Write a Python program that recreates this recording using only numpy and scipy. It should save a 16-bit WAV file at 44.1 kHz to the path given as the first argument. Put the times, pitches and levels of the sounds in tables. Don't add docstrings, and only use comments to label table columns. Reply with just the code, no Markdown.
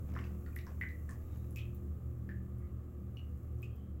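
import sys
import numpy as np
from scipy import signal
from scipy.fft import rfft, irfft, next_fast_len
from scipy.io import wavfile
from scipy.ndimage import map_coordinates

SR = 44100
rng = np.random.default_rng(int(sys.argv[2]) if len(sys.argv) > 2 else 0)


def pcm_store(signal):
    levels = np.round(np.clip(np.atleast_2d(signal), -1, 1) * 32767)
    wavfile.write(sys.argv[1], SR, levels.astype(np.int16).T)


N = 176400

# (time [s], start pitch [Hz], dry peak [dB], t60 [s], echo re dry [dB])
BUBBLE_RINGS = [(0.1524, 1710, -47.5, 0.017, -8), (0.164, 1340, -35, .006, -2.5),
                (0.1669, 1100, -42, 0.034, -1.5), (0.1728, 1840, -42.5, 0.015, -0.5),
                (.1888, 2150, -45, 0.0067, -1), (.1900, 2920, -48, 0.0065, -3),
                (.2105, 1390, -54, 0.0099, -10), (.2398, 2620, -52, 0.019, -4),
                (0.2553, 1500, -57, .010, 4), (0.4616, 1380, -60, 0.048, 5.5),
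                (.4630, 1850, -51.5, 0.014, -1.5), (.5290, 2410, -63, 0.041, -10),
                (0.5646, 1935, -38, 0.013, -3.5), (.5885, 2220, -47, 0.005, -1),
                (.6690, 1055, -50.5, 0.027, 2), (.6680, 1530, -52, 0.011, 4),
                (0.8126, 1966, -31, 0.022, 3.5), (0.8374, 1543, -44.5, 0.036, -5),
                (1.091, 1756, -46.5, 0.022, 0.5), (1.0946, 1105, -53.5, 0.066, 1.5),
                (1.5606, 2527, -48, .020, 9), (1.573, 2570, -46.5, 0.014, 5),
                (1.59, 3070, -45.5, 0.004, 4.5), (2.291, 1717, -45.5, 0.028, 4),
                (3.1701, 2837, -49.5, 0.028, 2), (3.6283, 2495, -48, 0.059, -4),
                (3.6354, 2700, -53, 0.015, 2.5)]
# (time [s], centre [Hz], dry peak [dB])
DROP_TICKS = [(0.141, 4050, -56), (.1535, 3800, -64), (.1750, 6500, -59), (.1908, 5200, -54.5),
              (.2110, 5600, -58), (.2420, 4900, -53), (.2550, 5800, -58), (.4630, 3620, -54),
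              (0.5611, 12720, -41.5), (0.564, 5500, -57.5), (0.589, 3420, -49), (0.667, 5300, -52),
              (.8101, 13200, -48), (0.814, 3400, -54), (0.889, 4150, -54), (1.0935, 7340, -46),
              (1.1097, 7850, -48.5), (1.3490, 6340, -61), (1.373, 12900, -54), (1.5085, 11000, -51),
              (1.5599, 6340, -44), (1.563, 13900, -44), (1.5712, 13500, -49), (1.584, 4400, -53),
              (1.5933, 4880, -54), (1.7485, 15500, -48), (2.2910, 1900, -56), (2.585, 11600, -59.5),
              (3.1706, 4600, -58), (3.5868, 7100, -63), (3.63, 6740, -54.5), (3.6212, 14200, -47.5),
              (3.634, 4100, -59), (3.7580, 15000, -54.5)]
# (centre [Hz], echo re dry [dB])
TICK_ECHO_DB = [(3000, 0.5), (7000, -1), (13000, -2.5)]
# (crest time [s], rise [s], fall [s], level [dB])
SLOSH_SWELLS = [(0.156, 0.075, 0.18, -59), (.68, 0.015, 0.089, -66), (1.11, 0.036, 0.15, -67.5),
                (1.36, 0.09, 0.15, -68)]
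# (frequency [Hz], relative level [dB])
SLOSH_SPECTRUM = [(200, 0.5), (500, 2), (1200, -8), (2500, -12.5), (4000, -26), (7000, -22), (10000, -52)]
# (time [s], level [dB])
FOAM_LEVEL_DB = [(0, -68), (.7, -67), (1.6, -68.5), (1.95, -72), (2.9, -74.5), (3.45, -72.5), (4, -76.5)]
# (frequency [Hz], relative level [dB])
FOAM_SPECTRUM = [(1500, -7), (3500, -28), (5500, -7.5), (6600, -1), (7700, 2.5), (8300, -6), (9700, -6.5),
                 (11000, 1), (12200, 0), (13200, 8), (14300, 0.5), (15800, 8)]
# (crest time [s], 1/e half length [s], centre [Hz], level [dB])
HISS_SWELLS = [(1.372, 0.12, 3820, -84.5), (2.645, 0.063, 2070, -77.5), (2.69, 0.2, 1205, -76),
               (3.778, 0.15, 3170, -84)]
# (frequency [Hz], base level [dB], unsteadiness [0-1])
FAN_LINES = [(35.9, -64, 0.24), (75.56, -45, 0.22), (118.1, -49.5, 0.64), (194.9, -57, 0.8),
             (236, -65.5, 0.29), (254.7, -67.5, 0.4), (317.4, -69.5, 0.51), (354, -63.5, 0.77)]
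# (frequency [Hz], relative level [dB])
AIR_SPECTRUM = [(20, -78.5), (45, -84), (68, -63), (105, -66.5), (135, -75.5), (185, -75), (215, -83.5),
                (330, -83), (420, -87.5), (520, -88.5), (750, -98), (1030, -103), (1140, -92),
                (1350, -101.5), (1700, -106.5), (2500, -112.5), (4000, -120), (8000, -125), (16000, -126)]
# (time [s], gain [dB])
FAN_GAIN_DB = [(0, 1), (.17, 3.5), (.45, .5), (1.3, 0), (2.1, 0), (3.0, -0.5), (3.6, 0), (4, -1.5)]
# (frequency [Hz], t60 [s])
ROOM_T60_S = [(300, 0.82), (1200, 0.21), (2000, 0.37), (3200, 0.28), (7000, 0.22), (15000, 0.081)]

BUBBLE_ATTACK_S, PITCH_RISE_PER_S = 0.00036, 2.4
TICK_T60_S, TICK_WIDTH_HZ, TICK_SKIRT_DB = 0.0054, 1870, -21
SLOSH_LUMPS_DB, SLOSH_LUMPS_PER_S = 4.5, 280
POPS_PER_S, POP_SPREAD_DB, POPS_RE_HISS_DB = 900, -3.5, -6.5
HISS_WIDTH_HZ = 420
HUM_WAVER_PER_S, AIR_BASE_DB, AIR_DIRECT_RE_ROOM_DB = 7, -48.5, 1
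WALL_DELAY_S, CEILING_DELAY_S, CEILING_WIDTH_S, CEILING_BOOST_DB = 0.0042, 0.025, 0.0019, 5.5
TOP_HZ = 15850


def plips():
    out, t = np.zeros(N), np.arange(SR // 20) / SR
    for start_s, hz, peak_db, t60_s, echo_db in BUBBLE_RINGS:
        envelope = (1 - np.exp(-t / BUBBLE_ATTACK_S)) * amp(-60 * t / t60_s)
        cycles = hz * (t + PITCH_RISE_PER_S * t * t / 2)
        ring = np.sin(2 * np.pi * cycles) * envelope / envelope.max()
        add(out, start_s, in_room(amp(peak_db) * ring, echo_db))
    return out


def ticks():
    out, t = np.zeros(N), np.arange(SR // 50) / SR
    for start_s, centre_hz, peak_db in DROP_TICKS:
        snap = rng.standard_normal(len(t)) * amp(-60 * t / TICK_T60_S)
        burst = filtered(snap, lambda hz: amp(TICK_SKIRT_DB) + bell(hz, centre_hz, TICK_WIDTH_HZ))
        tick = amp(peak_db) * burst / np.abs(burst).max()
        add(out, start_s, in_room(tick, at_hz(TICK_ECHO_DB, centre_hz)))
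    return out


def sloshes():
    swell, t = np.zeros(N), np.arange(N) / SR
    for crest_s, rise_s, fall_s, db in SLOSH_SWELLS:
        exponent = np.where(t < crest_s, ((crest_s - t) / rise_s) ** 2, (t - crest_s) / fall_s)
        swell += amp(db) * np.exp(-exponent)
    lumps = amp(SLOSH_LUMPS_DB * wobble(SLOSH_LUMPS_PER_S))
    return swell * coloured(rng.standard_normal(N) * lumps, SLOSH_SPECTRUM)


def foam():
    onsets = rng.random(N) < POPS_PER_S / SR
    pops = onsets * rng.standard_normal(N) * amp(POP_SPREAD_DB * rng.standard_normal(N))
    fizz = rng.standard_normal(N) + amp(POPS_RE_HISS_DB) * unit_rms(pops)
    return gain_curve(FOAM_LEVEL_DB) * coloured(fizz, FOAM_SPECTRUM)


def hiss_bands():
    out, t = np.zeros(N), np.arange(N) / SR
    for crest_s, half_s, hz, db in HISS_SWELLS:
        band = np.real(complex_wobble(HISS_WIDTH_HZ) * np.exp(2j * np.pi * hz * t))
        out += amp(db) * bell(t, crest_s, half_s) * unit_rms(band)
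    return out


def fan():
    t = np.arange(N) / SR
    room_air = signal.fftconvolve(rng.standard_normal(N + SR), room_tail(), mode='valid')[:N]
    direct_air = amp(AIR_DIRECT_RE_ROOM_DB) * rng.standard_normal(N)
    out = amp(AIR_BASE_DB) * coloured(unit_rms(room_air) + direct_air, AIR_SPECTRUM)
    for hz, db, unsteady in FAN_LINES:
        waver = 1 - unsteady + unsteady * complex_wobble(HUM_WAVER_PER_S) / np.sqrt(2)
        carrier = np.exp(2j * np.pi * (hz * t + rng.random()))
        out += amp(db) * unit_rms(np.real(waver * carrier))
    return out * gain_curve(FAN_GAIN_DB)


def room_tail():
    hz, frame_s, bins = signal.stft(rng.standard_normal(SR // 2), SR, nperseg=256)
    decay = amp(-60 * frame_s / at_hz(ROOM_T60_S, hz)[:, None])
    tail = signal.istft(bins * decay, SR, nperseg=256)[1]
    t = np.arange(len(tail)) / SR
    wall_onset = 1 - np.exp(-(t / WALL_DELAY_S) ** 4)
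    ceiling = amp(CEILING_BOOST_DB * bell(t, CEILING_DELAY_S, CEILING_WIDTH_S))
    return tail * wall_onset * ceiling


def in_room(sound, echo_db):
    wet = signal.fftconvolve(sound, room_tail())
    wet_gain = amp(echo_db) * np.linalg.norm(sound) / np.linalg.norm(wet)
    return np.pad(sound, (0, len(wet) - len(sound))) + wet_gain * wet


def amp(db):
    return 10 ** (np.asarray(db) / 20)


def unit_rms(x):
    return x / np.sqrt(np.mean(x ** 2) + 1e-20)


def bell(x, centre, width):
    return np.exp(-((x - centre) / width) ** 2)


def gain_curve(points):
    return amp(np.interp(np.arange(N) / SR, *np.transpose(points)))


def at_hz(points, hz):
    knots_hz, values = np.transpose(points)
    return np.interp(np.log(hz + 1), np.log(knots_hz + 1), values)


def filtered(x, response):
    size = next_fast_len(len(x) + 8192)
    return irfft(rfft(x, size) * response(np.fft.rfftfreq(size, 1 / SR)), size)[:len(x)]


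def coloured(x, spectrum):
    return unit_rms(filtered(x, lambda hz: amp(at_hz(spectrum, hz))))


def wobble(knots_per_s):
    return map_coordinates(rng.standard_normal(N // 20), [np.arange(N) * knots_per_s / SR], mode='wrap')


def complex_wobble(knots_per_s):
    return wobble(knots_per_s) + 1j * wobble(knots_per_s)


def add(track, start_s, sound):
    i = max(round(start_s * SR), 0)
    track[i:i + len(sound)] += sound[:max(N - i, 0)]


def scene():
    return (plips() + ticks() + sloshes() + hiss_bands() + foam() + fan())[None]


def record(dry):
    return np.array([filtered(channel, lambda hz: hz < TOP_HZ) for channel in dry])


dry = scene()
out = record(dry)
pcm_store(out)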